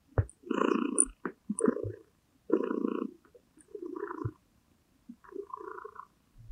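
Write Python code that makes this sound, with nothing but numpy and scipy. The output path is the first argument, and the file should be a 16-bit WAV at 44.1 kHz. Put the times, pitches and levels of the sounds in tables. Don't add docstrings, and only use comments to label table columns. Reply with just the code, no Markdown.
import sys
import numpy as np
from scipy import signal
from scipy.fft import rfft, irfft, next_fast_len
from scipy.io import wavfile
from scipy.ndimage import uniform_filter1d

SR = 44100
rng = np.random.default_rng(int(sys.argv[2]) if len(sys.argv) > 2 else 0)


def level_to_linear(level):
    exponent = np.asarray(level, float) / 20
    return 10 ** exponent


def transcribe(u):
    v = np.clip(np.atleast_2d(u).T, -1, 1)
    q = np.round(v * 32767).astype(np.int16)
    wavfile.write(sys.argv[1], SR, q)


N = 287223

# (frequency [Hz], density [dB per Hz])
ROOM_SPECTRUM = [(12, -34), (30, -8.5), (65, -2.5), (120, -6.5), (200, -6), (300, -14), (400, -19),
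                 (650, -19), (885, -22), (1020, -21), (1540, -24.5), (2600, -28), (4580, -29.5),
                 (15600, -35)]
ROOM_DB = -45


def purr():
    # (time [s], pulses so far [count])
    beat = [(0.022, 0), (0.187, 5), (0.543, 15), (1.059, 30), (1.584, 45), (2.464, 70), (2.983, 85),
            (3.321, 95), (3.506, 100), (4.036, 115), (4.394, 125), (4.575, 131), (4.713, 135), (5.056, 145),
            (5.249, 150), (5.431, 155), (6.133, 175), (6.51, 186)]
    # (frequency [Hz], width [Hz], level [dB])
    chest_modes = [(240, 220, 1), (470, 220, -4)]
    throat_modes = [(1005, 330, 3), (1414, 280, -4), (1714, 239, -1.5)]

    t = np.arange(N) / SR
    count = np.interp(t - 0.003, *np.transpose(beat))
    cycle = count.astype(int)
    phase = count % 1
    strength_db, flutter_db = rng.standard_normal((400, 2))[cycle].T
    closes = np.diff(cycle, prepend=cycle[0]) > 0
    claps = evened(closes * level_to_linear(1.5 * strength_db))

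    (chest_db, chest_hz, chest_span, throat_db, throat_hz, throat_span,
     nose_db, breath_db, breath_hz, husk) = controls(t)

    swell = 0.18 + np.exp(-(1 - phase) / 0.21) + 0.76 * np.exp(-phase / 0.08)
    air = evened(swell * level_to_linear(1.6 * flutter_db) * rng.standard_normal(N)) * husk

    chest = focus(rings(claps + 0.95 * air, chest_modes), chest_hz, chest_span, skirt_db=13)
    throat = focus(rings(claps + 1.1 * air, throat_modes), throat_hz, throat_span, skirt_db=12)
    nose = evened(resonate(claps + air, hz=2682, width_hz=830))
    hiss = resonate(claps + 3.6 * air, hz=6920, width_hz=4400)
    breath = focus(hiss, breath_hz, np.full(N, 0.22), skirt_db=9)
    breath += 0.9 * evened(resonate(claps + 0.33 * air, hz=10500, width_hz=5000))

    body = level_to_linear(chest_db - 0.83) * chest - level_to_linear(throat_db - 1.57) * throat
    return body + level_to_linear(nose_db - 1.48) * nose + level_to_linear(breath_db - 11.5) * breath


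def controls(t):
    # (time [s], effort [dB], mouth: throat against chest [dB], chest ring [Hz])
    breath_1 = [(.41, -56, -34, 305), (.5, -31, -10, 290), (.61, -26.5, -5, 384), (.7, -29.5, -7.5, 309),
                (.8, -30, -9, 283), (.9, -35, -14.5, 276), (.98, -28.5, -14, 345), (1.08, -43.5, -6.5, 225),
                (1.17, -63, 2, 300)]
    breath_2 = [(1.47, -55, -1, 268), (1.58, -48.5, -3, 382), (1.66, -30.5, -6, 382),
                (1.78, -35, -15.5, 440), (1.86, -38.5, -15, 410), (1.93, -41.5, -8.5, 387.8),
                (2.0, -47, -6, 339), (2.1, -51.5, -7.5, 299.5)]
    breath_3 = [(2.46, -68, -14, 335), (2.52, -28.5, -11.5, 310), (2.6, -34, -11, 369.7),
                (2.7, -30.5, -9.5, 310), (2.8, -31, -17, 300), (2.92, -35, -6, 310),
                (3.0, -31.5, -11.5, 305), (3.07, -39.5, -24, 249), (3.19, -51, -14, 248)]
    breath_4 = [(3.6, -52, 1, 303), (3.7, -54.5, -6.5, 400), (3.79, -46.5, -9, 370),
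                (3.9, -38.5, -18.5, 335), (3.99, -43.5, -1.5, 350), (4.1, -45, 2, 346),
                (4.19, -38, -7.5, 341.1), (4.29, -46.5, -4, 345), (4.37, -61.5, 0, 330)]
    breath_5 = [(5.21, -62.5, -1, 330), (5.28, -49.5, 4, 384), (5.36, -41, -12.5, 350),
                (5.49, -55, 6.5, 380), (5.6, -44, -2.5, 390), (5.8, -46, 2, 395), (5.9, -49, -1, 434),
                (5.97, -50, 6, 428), (6.07, -54.5, 0, 380)]
    # (chest half spread [octaves], widening [octaves per octave of ring], nose [dB], hiss [dB],
    # air against clap [ratio])
    posture = [(1, 2.8, -49, -52.5, 1.064), (.65, -.3, -57.5, -52, 1.2), (0.82, 0.14, -52.5, -52.5, 1.1),
               (0.38, -1.7, -59.5, -53, 1.484), (0.3383, -.5, -60.5, -50, 1.2)]
    # (start [Hz], end [Hz], half spread at start [octaves], at end [octaves])
    tongue = [(1250, 1190, .36, .33), (1320, 1400, .5, .55), (1260, 1194, 0.56, .2),
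              (1340, 1250, 0.77, .75), (1300, 1190, 0.79, .26)]
    # (time [s], half length [s], frequency [Hz])
    pinches = [(1.1, .06, 1358), (1.54, .05, 1078), (1.94, .06, 1711), (3.6, .04, 1711), (5.408, .03, 1078),
               (5.524, .04, 1053)]
    # (time [s], half length [s], extra level [dB], frequency [Hz])
    sniffs = [(.6, 0.11, 5, 6920), (0.713, .03, 5, 5400), (2.587, .05, 5, 5400), (4.195, .03, 7.5, 5400)]
    rest_effort_db, rest_mouth_db, rest_nose_db, rest_hiss_db = -49, -10.5, -55, -60.5
    rest_chest_hz, rest_throat_hz, rest_spread, rest_husk = 255, 1300, 0.46, 0.3
    full_effort_db, full_throat_db = -35, -42

    rows = [np.transpose(b) for b in (breath_1, breath_2, breath_3, breath_4, breath_5)]
    slow = t[::200]

    def contour(rest, column):
        return through(slow, rest, [r[[0, column]] for r in rows])

    def glide(rest, starts, ends):
        curves = [(r[0][[0, -1]], [a, b]) for r, a, b in zip(rows, starts, ends)]
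        return through(slow, rest, curves)

    effort_db = contour(rest_effort_db, 1)
    mouth_db = contour(rest_mouth_db, 2)
    chest_hz = contour(rest_chest_hz, 3)
    rests = [rest_spread, 0, rest_nose_db, rest_hiss_db, rest_husk]
    spread, widening, nose_db, hiss_db, husk = (
        glide(rest, held, held) for rest, held in zip(rests, np.transpose(posture)))
    hz_start, hz_end, span_start, span_end = np.transpose(tongue)
    throat_hz = glide(rest_throat_hz, hz_start, hz_end)
    throat_span = glide(rest_spread, span_start, span_end)

    for s, half_s, hz in pinches:
        pinch = bump(slow, s, half_s)
        throat_hz = throat_hz + pinch * (hz - throat_hz)
        throat_span = throat_span + pinch * (0.17 - throat_span)

    breath_db = hiss_db + 0.5 * (effort_db - full_effort_db)
    breath_hz = np.full(len(slow), 5400.0)
    for s, half_s, db, hz in sniffs:
        puff = bump(slow, s, half_s)
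        breath_db = breath_db + db * puff
        breath_hz = breath_hz + puff * (hz - breath_hz)

    chest_span = np.maximum(spread + widening * np.log2(chest_hz / 330), 0.2)
    throat_db = effort_db + mouth_db
    nose_db = nose_db + 0.45 * (throat_db - full_throat_db)
    curves = (effort_db, chest_hz, chest_span, throat_db, throat_hz, throat_span,
              nose_db, breath_db, breath_hz, husk)
    return [np.interp(t, slow, curve) for curve in curves]


def through(t, rest, curves):
    turn_s = 0.13
    times = [np.r_[s[0] - turn_s, s, s[-1] + turn_s] for s, _ in curves]
    values = [np.r_[rest, v, rest] for _, v in curves]
    return np.interp(t, np.concatenate(times), np.concatenate(values))


def bump(t, s, half_s):
    return np.exp(-((t - s) / half_s) ** 4)


def rings(x, modes):
    return sum((-1) ** k * level_to_linear(db) * resonate(x, hz, width) for k, (hz, width, db) in enumerate(modes))


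def focus(x, centre_hz, spread_octaves, skirt_db):
    hz, t, z = signal.stft(x, SR, nperseg=2048, noverlap=1024)
    at = np.minimum(t * SR, N - 1).astype(int)
    away = np.log2((hz[:, None] + 1) / centre_hz[at]) / np.maximum(spread_octaves, 0.1)[at]
    gain = level_to_linear(-skirt_db * np.tanh(0.5 * away ** 4))
    mean_power = (abs(z) ** 2).mean(1)
    gain /= np.sqrt(mean_power @ gain ** 2 / mean_power.sum())
    return evened(signal.istft(z * gain, SR, nperseg=2048, noverlap=1024)[1][:N])


def paws():
    # (time [s], peak [dB], frequency [Hz], ring [s])
    thuds = [(.185, -13.5, 97.6, 0.066), (0.226, -35, 59.4, .2), (1.055, -38.5, 41.4, 0.3),
             (1.257, -28, 182, 0.072), (1.5, -24, 206.8, 0.085), (1.606, -32.5, 464, 0.062),
             (1.64, -21.5, 427, 0.083), (1.679, -15.5, 247.4, 0.045), (1.832, -38.5, 55, 0.23),
             (1.836, -33, 104.3, .31), (2.5, -28.5, 431, 0.046), (3.748, -33.5, 413.4, 0.075),
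             (4.025, -32.5, 406.4, 0.1), (4.247, -23, 113.5, 0.087), (4.25, -39, 54.6, .2),
             (5.088, -36.5, 236.4, 0.1), (5.385, -39, 402, 0.15), (6.34, -43, 34.94, 0.47),
             (6.376, -44.5, 113.1, 0.87), (6.488, -32.5, 40.5, 0.12)]
    # (time [s], peak [dB], frequency [Hz], ring [s], crack against peak [dB])
    catches = [(.18, -11.5, 483, 0.0089, -7), (1.2552, -18.5, 310, 0.011, .5),
               (2.534, -13, 330, 0.029, -20), (2.553, -22, 376, 0.044, -27.5), (3.25, -50.5, 230, .04, 21),
               (3.347, -39.5, 485.5, 0.059, -5), (3.572, -38.5, 312, 0.072, -12),
               (5.243, -42.5, 1564, 0.011, 10), (5.536, -32.5, 1040, 0.034, -27)]
    soft_crack_db = -39

    out = np.zeros(N)
    t = np.arange(SR // 2) / SR
    crack = resonate((t == 0) * 24.0, hz=1300, width_hz=910)
    steps = list(catches) + [(*row, soft_crack_db) for row in thuds]
    for s, db, hz, ring_s, crack_db in sorted(steps):
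        onset = 1 - np.exp(-t * hz * 2.75)
        swing = np.sin(2 * np.pi * hz * t) * onset * level_to_linear(7 - 60 * t / ring_s)
        cloth = rng.standard_normal(len(t)) * level_to_linear(-60 * t / 0.29)
        rustle = 0.32 * resonate(cloth, 1650, 870) + 1.23 * resonate(cloth, 360, 300)
        add(out, s, level_to_linear(db) * (swing + level_to_linear(crack_db) * (crack + rustle)))
    return out


def tag():
    # (time [s], peak [dB])
    ticks = [(0.2945, -33.5), (0.3146, -49), (0.9849, -15.5), (1.0029, -7.5), (1.0192, -15.5),
             (1.034, -22.5), (1.589, -19.5), (3.587, -43.5), (3.6067, -41.5)]
    # (frequency [Hz], level [dB], t60 [s])
    tag_modes = [(9080, 0, .02), (9450, -1, .017)]

    out = np.zeros(N)
    t = np.arange(3000) / SR
    ring = np.zeros(len(t))
    for k, (hz, db, t60_s) in enumerate(tag_modes):
        ring += (-1) ** k * level_to_linear(db - 60 * t / t60_s) * np.sin(2 * np.pi * hz * t)
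    ring *= 1 - np.exp(-t / 0.00035)
    for s, db in ticks:
        add(out, s, level_to_linear(db + 1.5) * ring / abs(ring).max())
    return out


def room_tone():
    size = next_fast_len(N)
    hz = np.fft.rfftfreq(size, 1 / SR)
    spectrum = rfft(rng.standard_normal(size)) * level_to_linear(read(ROOM_SPECTRUM, hz))
    return level_to_linear(ROOM_DB) * evened(irfft(spectrum, size)[:N])


def resonate(x, hz, width_hz):
    r = np.exp(-np.pi * width_hz / SR)
    pole = r * np.exp(2j * np.pi * hz / SR)
    return 2 * signal.lfilter([(1 - r) ** 2 + 0j], np.poly([pole, pole]), x).real


def evened(x):
    return x / np.sqrt(np.mean(x ** 2) + 1e-20)


def read(points, hz):
    f, value = np.transpose(points)
    return np.interp(np.log(hz + 1), np.log(f + 1), value)


def add(mix, s, sound):
    part = mix[round(s * SR):][:len(sound)]
    part += sound[:len(part)]


def scene():
    return (purr() + paws() + tag() + room_tone())[None]


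def denoise(x):
    # (frequency [Hz], margin over the noise print [dB])
    margin = [(110, 10), (170, 12.5), (215, 7.5), (540, 10.5), (680, 10), (850, 9.5), (1070, 6.5),
              (1400, 8.5), (2150, 11), (2700, 8), (4000, 15.5), (5400, 5), (8600, 5), (11000, 18.5)]
    reduce_db, knee_db = 25.5, 1.456
    open_db, close_db = 12.0, 3.999

    hz, _, z = signal.stft(x, SR, nperseg=2048, noverlap=1536)
    third = np.floor(3 * np.log2(np.maximum(hz, 50) / 60))
    band = np.unique(third, return_inverse=True)[1]
    member = band == np.arange(band.max() + 1)[:, None]

    shape = level_to_linear(read(ROOM_SPECTRUM, hz)) ** 2
    room_power = member @ shape / shape.mean() * 3 / 4096
    band_hz = member @ hz / member.sum(1)
    print_db = ROOM_DB + 10 * np.log10(room_power) + read(margin, band_hz)
    level_db = 10 * np.log10(member @ abs(z) ** 2 + 1e-14)
    level_db = uniform_filter1d(level_db, size=3, axis=1, origin=1)
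    excess = (level_db - print_db[:, None]) / knee_db
    gain_db = -reduce_db / (1 + np.exp(np.clip(excess, -30, 30)))

    frame = np.arange(z.shape[1])
    gain_db = np.maximum.accumulate(gain_db + 4.001 * frame, axis=1) - close_db * frame
    ahead = (gain_db - open_db * frame)[:, ::-1]
    gain_db = np.maximum.accumulate(ahead, axis=1)[:, ::-1] + open_db * frame
    return signal.istft(z * level_to_linear(gain_db[band]), SR, nperseg=2048, noverlap=1536)[1][:N]


def roll_off(x):
    return signal.sosfilt(signal.butter(12, 16990, fs=SR, output="sos"), x)


def record(dry):
    clean = denoise(dry[0])[None]
    low_pass = signal.firwin(511, 15740, window=("kaiser", 9), fs=SR)
    clean = signal.oaconvolve(clean, low_pass[None], "same")
    return roll_off(clean)


dry = scene()
out = record(dry)
transcribe(out)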